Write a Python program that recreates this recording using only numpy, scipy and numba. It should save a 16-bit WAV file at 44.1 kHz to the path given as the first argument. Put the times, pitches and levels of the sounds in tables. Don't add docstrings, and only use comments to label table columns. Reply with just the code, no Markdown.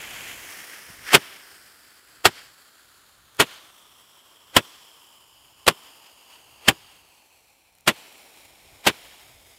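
import sys
import numpy as np
from scipy import signal
from scipy.fft import rfft, irfft, next_fast_len
from scipy.io import wavfile
from scipy.ndimage import uniform_filter1d
from numba import njit

SR = 44100
rng = np.random.default_rng(int(sys.argv[2]) if len(sys.argv) > 2 else 0)


def log_audio(samples):
    frames = np.atleast_2d(samples).T
    limited = np.clip(frames, -1, 1)
    pcm = np.round(limited * 32767).astype(np.int16)
    wavfile.write(sys.argv[1], SR, pcm)


def elevation(decibels):
    levels = np.asarray(decibels, float)
    return 10 ** (levels / 20)


N = 422478

# [t/s, level/dB, fade/s, roar from f/Hz, roar to f/Hz]
STAR_FLIGHTS = [(0, -45, .5, 1400, 3070), (1.15, -45, 0.23, 1197, 3600), (2.259, -44.5, 0.17, 1194, 5390),
                (3.409, -45.5, 0.19, 977, 4600), (4.57, -51, 0.29, 902, 5970), (5.68, -56, 0.21, 888, 4060),
                (6.689, -55, 0.32, 1493, 4550), (7.88, -51.5, 0.23, 1630, 4330),
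                (8.879, -49.5, 0.33, 1510, 4200)]
# [t/s, blast level/dB, rise/ms, fall/ms, trail level/dB]
LIFT_CHARGES = [(1.1471, -3.5, 4.7, 10.7, -21.5), (2.2544, -6, 0.7, 13.4, -25),
                (3.4015, -10, 3.7, 15.6, -21), (4.5668, -4.5, 1.44, 8.8, -19.5),
                (5.68, -8.5, 2.6, 10.7, -23.5), (6.686, -5.5, 3.4, 7.4, -21),
                (7.8772, -8.5, 1.5, 11.5, -19), (8.8706, -11, 3.9, 13.3, -21)]


def curve(table):
    s, *columns = np.transpose(table)
    return [np.interp(np.arange(N) / SR, s, c) for c in columns]


def shaped(x, gain):
    size = next_fast_len(len(x))
    hz = np.maximum(np.arange(size // 2 + 1) * SR / size, 1)
    return irfft(rfft(x, size) * gain(hz), size)[:len(x)]


def colour(x, points):
    hz, db = np.transpose(points)
    y = shaped(x, lambda f: elevation(np.interp(np.log(f), np.log(hz), db)))
    return y / np.std(y)


def walk(rate):
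    k = int(SR / rate)
    steps = np.repeat(rng.standard_normal(N // k + 1), k)
    y = uniform_filter1d(uniform_filter1d(steps, k), k)[:N]
    return y / np.std(y)


def swell(s, rise, fall):
    ms = np.arange(-SR // 4, SR // 8) * 1000 / SR
    start = int(s * SR) - SR // 4
    envelope = np.exp(-np.where(ms < 0, -ms / rise, (np.abs(ms) / fall) ** 1.5))
    return slice(start, start + len(ms)), envelope


def even(x, ms):
    size = int(ms * SR / 1000)
    return x / np.sqrt(uniform_filter1d(uniform_filter1d(x ** 2, size), size))


@njit
def pipe(x, lag, echo, damp):
    y, soft = np.zeros(len(x)), 0.
    for i in range(64, len(x)):
        k = int(lag[i])
        back = y[i - k] + (lag[i] - k) * (y[i - k - 1] - y[i - k])
        soft += (1 - damp) * (back - soft)
        y[i] = x[i] - echo[i] * soft
    return y


def tube(x, echo):
    # [t/s, quarter-wave resonance f/Hz]
    emptying = [(0, 2250), (.3, 2230), (.55, 1930), (.9, 1850), (1.65, 1630), (2.05, 1535), (2.75, 1435),
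                (3.2, 1362), (3.6, 1186), (3.95, 1110), (4.35, 1090), (5.4, 1000), (6.4, 943), (7.0, 897),
                (7.5, 829), (8.5, 778), (9.58, 721)]
    heat_rise, cooling_s = 0.065, 0.24
    treble_lag = .75
    t = np.arange(N) / SR
    heat = sum((t > s) * np.exp(-np.abs(t - s) / cooling_s) for s, *_ in STAR_FLIGHTS[1:])
    resonance_hz = curve(emptying)[0] * (1 + heat_rise * heat)
    lag = np.clip(SR / 2 / resonance_hz - treble_lag, 2, 60)
    return pipe(x, lag, echo * np.ones(N), .5)


def burn():
    # [lit t/s, fizz level/dB, sag/dB per s, tube echo/0-1, darkness/dB]
    layers = [(0, -42.5, 7, 0.57, 1), (1.15, -52, 6.5, 0.58, 1), (2.256, -57.5, 4, .57, 1.5),
              (3.403, -58, 3.5, 0.58, 2), (4.568, -57.5, 4, 0.66, .5), (5.681, -58, 1.5, .6, 1.5),
              (6.687, -60, 5.5, 0.61, 1), (7.879, -56.5, 2, 0.44, 2), (8.872, -56, 3.5, 0.48, 0.5)]
    flare_db, flare_dark_db, flare_s = 3.5, 3, .2
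    build_db, build_dark_db, build_s = -1.2, 2.6, 0.24
    t, rows = np.arange(N) / SR, np.array(layers)
    alight = np.clip(np.searchsorted(rows[:, 0], t) - 1, 0, None)
    lit, db, sag, echo, dark_db = rows[alight].T
    fresh = np.exp(-np.abs(t - lit) / flare_s) * np.where(t > LIFT_CHARGES[0][0], 1, -1)
    near = sum((t < s) * np.exp(-np.abs(s - t) / build_s) for s, *_ in LIFT_CHARGES)
    level_db = db - sag * (t - lit) + flare_db * fresh + build_db * near
    return level_db, echo, dark_db + flare_dark_db * np.abs(fresh) + build_dark_db * near


def fizz():
    # [t/s, level/dB, rise/ms, fall/ms]
    surges = [(1.128, -27, 17, 6), (1.089, -30.5, 4, 5.5), (1.077, -39, 13, 12), (1.108, -34, 3.6, 5),
              (.737, -47, 8, 18), (.26, -51, 60, 60), (6.675, -39.5, 16, 4), (4.2, -70, 10, 5),
              (8.845, -48, 6.2, 5), (1.1, -47.5, 15, 38), (2.385, -52, 25, 35), (3.52, -52, 25, 35),
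              (5.87, -57, 20, 24), (6.06, -58.5, 18, 40), (6.33, -58.5, 33, 43)]
    # [f/Hz, level/dB]
    fizz_tone = [(30, -27.5), (100, -11), (300, 1), (1000, -4), (3000, -1.5), (6000, -3.5), (10000, -5),
                 (12500, -6.5), (13800, -8), (16000, -9)]
    surge_tone = [(200, -19.5), (900, -8.5), (1900, 0.0), (5000, -7.5), (9000, -14), (16000, -20)]
    mouth_hz = 9500
    db, echo, dark_db = burn()
    power = np.zeros(N)
    for s, surge_db, rise, fall in surges:
        span, shape = swell(s, rise, fall)
        power[span] += (elevation(surge_db) * shape) ** 2
    sputter = elevation(.9 * walk(300))
    gas = colour(rng.standard_normal(N) * sputter, fizz_tone)
    low = shaped(gas, lambda f: 1 / (1 + (f / 4200) ** 4))
    flicker_db = .5 * walk(11) + 0.55 * walk(35)
    steady = (gas + (elevation(dark_db) - 1) * low) * elevation(db + 3.5 + flicker_db)
    flame = steady + colour(gas, surge_tone) * np.sqrt(power)
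    rung = tube(flame, echo)
    return rung + shaped(flame - rung, lambda f: .7 - .7 / (1 + (f / mouth_hz) ** 8))


def stars():
    rise_s = 0.06
    out, air = np.zeros(N), rng.standard_normal(N)
    for s, db, fade, from_hz, to_hz in STAR_FLIGHTS:
        def roar_and_hiss(f):
            roar = 1 / np.sqrt((1 + (from_hz / f) ** 1.7) * (1 + (f / to_hz) ** 9))
            return roar + 0.14 / (1 + (f / 12000) ** 4)

        span = slice(int(s * SR), int((s + 1.5) * SR))
        flight = shaped(air[span], roar_and_hiss)
        age = np.arange(len(flight)) / SR
        catching = 1 - np.exp(-(age + (s == 0)) / rise_s)
        leaving = np.exp(-(age / fade) ** 1.7)
        out[span] += flight / np.std(flight) * elevation(db + 1.5) * catching * leaving
    flutter_db = 0.98 * walk(25) + 0.95 * walk(250)
    return out * elevation(flutter_db)


def wind():
    # [t/s, level/dB, half length/s]
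    gusts = [(.25, -61.5, 0.41), (.98, -61, 0.11), (1.65, -73, 0.26), (2.3, -70, .2), (3.3, -71, 0.38),
             (4.55, -70.5, 0.11), (5.5, -72.5, .2), (6.75, -70, .35), (7.85, -72, .2), (8.481, -68, 0.073),
             (8.72, -62, 0.11), (9.02, -64.5, .12), (9.35, -64.5, 0.22)]
    calm_db = -78
    rumble_tone = [(15, -9.5), (40, -2), (75, -4.5), (130, -9.0), (300, -24.5), (2000, -68)]
    rumble = even(colour(rng.standard_normal(N), rumble_tone), 60)
    t = np.arange(N) / SR
    power = elevation(calm_db) ** 2
    for s, db, half in gusts:
        power = power + elevation(db) ** 2 * np.exp(-((t - s) / half) ** 2 * 2)
    return rumble * elevation(2.2 * walk(16)) * elevation(3.5) * np.sqrt(power)


def sparks():
    # [t/s, level/dB]
    snaps = [(0.7364, -36.5), (3.3471, -41.5), (3.3682, -35.5), (7.7264, -49.5), (7.7514, -44.5),
             (7.7844, -41), (7.8078, -39)]
    out = np.zeros(N)
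    for s, db in snaps:
        at = int((s + .001) * SR)
        out[at:at + 60] = elevation(db + 3.5) * rng.standard_normal(60) * np.exp(-np.arange(60) / 12.)
    return shaped(out, lambda f: f / (f + 2500))


def puffs():
    # [t/s, level/dB, rise/ms,
    # fall/ms]
    catches = [(1.133, -13, .6, 5), (1.137, -18.5, 9.5, 17), (2.2502, -15.5, 2.54, 1.7),
               (3.3904, -40, 2, 2.0), (4.5588, -27.5, 8.2, 15.0), (5.669, -19.5, 2, 2.6),
               (6.6757, -42, 26, 2.0), (7.8673, -35.5, 2.36, 14), (8.8566, -33, 7.4, 6.4),
               (8.882, -12, .4, 1.5)]
    # [t/s, level/dB]
    knocks = [
        (.898, -41),
        (1.008, -51),
    ]
    catch_tone, blast_tone, trail_tone, foot_tone = (-14, -5), (-10, -6.5), (-5, -12), (14, -18)
    foot_db, foot_lag_ms, thump_lag_ms = -39, 32, 7
    jets = [(*row, *catch_tone) for row in catches]
    thumps = [(s, db, 3, 6) for s, db in knocks]
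    for s, db, rise, fall, trail_db in LIFT_CHARGES:
        foot_s = s + foot_lag_ms / 1000
        jets.append((s - 0.47 * rise / 1000, db - 2.5 - 1.1 * rise, .3, 3.5, *blast_tone))
        jets.append((s, db, rise, fall, *blast_tone))
        jets.append((s + 1.25 * fall / 1000, trail_db, 3.3, 14.5, *trail_tone))
        jets.append((foot_s, foot_db + 2.7 - foot_tone[0], 6, 11.5, *foot_tone))
        thumps.append((s + thump_lag_ms / 1000, db - 21, 4.5, 15))
        thumps.append((foot_s, foot_db, 6, 11.5))
    return jets, thumps


def shots():
    # [f/Hz, level/dB]
    jet_tone = [(30, -34), (70, -10), (150, -2.5), (400, 0.5), (1300, -1), (3200, -3), (4000, 0),
                (8000, -3.5), (14000, -10.5), (16000, -15)]
    jet = tube(colour(rng.standard_normal(N), jet_tone), 0.1)
    deep = shaped(jet, lambda f: 1 / (1 + (f / 190) ** 6))
    bass = shaped(jet, lambda f: 1 / (1 + (f / 420) ** 6)) - deep
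    treble = shaped(jet, lambda f: 1 - 1 / (1 + (f / 3700) ** 12))
    body = jet - deep - bass - treble
    jets, thumps = puffs()
    power = np.zeros((4, N))
    for s, db, rise, fall, bass_db, treble_db in jets:
        span, shape = swell(s, rise, fall)
        share_db = np.array([[bass_db - 2.0], [0], [treble_db + .8]])
        power[:3, span] += (elevation(db + share_db) * shape) ** 2
    for s, db, rise, fall in thumps:
        span, shape = swell(s, rise, fall)
        power[3, span] += (elevation(db) * shape) ** 2
    gain = elevation(-0.42) * np.sqrt(power)
    blast = gain[0] * even(bass, 8) + gain[1] * even(body, 4) + gain[2] * even(treble, 4)
    spatter = elevation(1.8 * walk(800))
    return spatter * blast + gain[3] * even(deep, 12)


def pushes():
    # [t/s, peak level/dB]
    waves = [(1.1496, -17), (2.2595, -25), (3.4024, -22.5), (4.5694, -16), (5.6812, -18.5), (6.6867, -19.5),
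             (7.8794, -27.5), (8.871, -26)]
    push_ms = 1.8
    out = np.zeros(N)
    u = np.arange(-SR // 50, SR // 50) * 1000 / SR / push_ms
    for s, db in waves:
        start = int(s * SR) - SR // 50
        out[start:start + len(u)] += elevation(db) * u * np.exp((1 - u ** 2) / 2)
    return shaped(out, lambda f: 1 / np.sqrt(1 + (80 / f) ** 4))


def yard(x):
    t60_s, level_db = .17, -23
    t = np.arange(SR // 2) / SR
    echo = rng.standard_normal(len(t)) * np.exp(-np.log(1000) * t / t60_s) * (t > .003)
    wet = signal.fftconvolve(x, echo / np.sqrt(np.sum(echo ** 2)))[:N]
    return elevation(level_db) * shaped(wet, lambda f: 1 / (1 + (f / 350) ** 2))


def scene():
    blast = shots() + pushes()
    mix = fizz() + stars() + wind() + sparks() + blast + yard(blast)
    return mix[None]


def band_limit(x):
    return signal.sosfilt(signal.butter(12, 16220, fs=SR, output="sos"), x)


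def record(dry):
    # [f/Hz, width/Hz, level/dB]
    body_resonances = [(3176, 590, 4), (3850, 800, -3), (6066, 910, -3.5), (9100, 900, -1.5)]
    top_hz, bottom_hz = 15700, 55

    def body_gain(f):
        return elevation(sum(db / (1 + (2 * (f - hz) / width) ** 2) for hz, width, db in body_resonances))

    def band_gain(f):
        return 1 / (1 + (f / top_hz) ** 90) / np.sqrt(1 + (bottom_hz / f) ** 4)

    clipped = np.clip(shaped(dry[0], body_gain), -.93, .93)
    mix = shaped(clipped, band_gain)
    return band_limit(mix[None])


dry = scene()
out = record(dry)
log_audio(out)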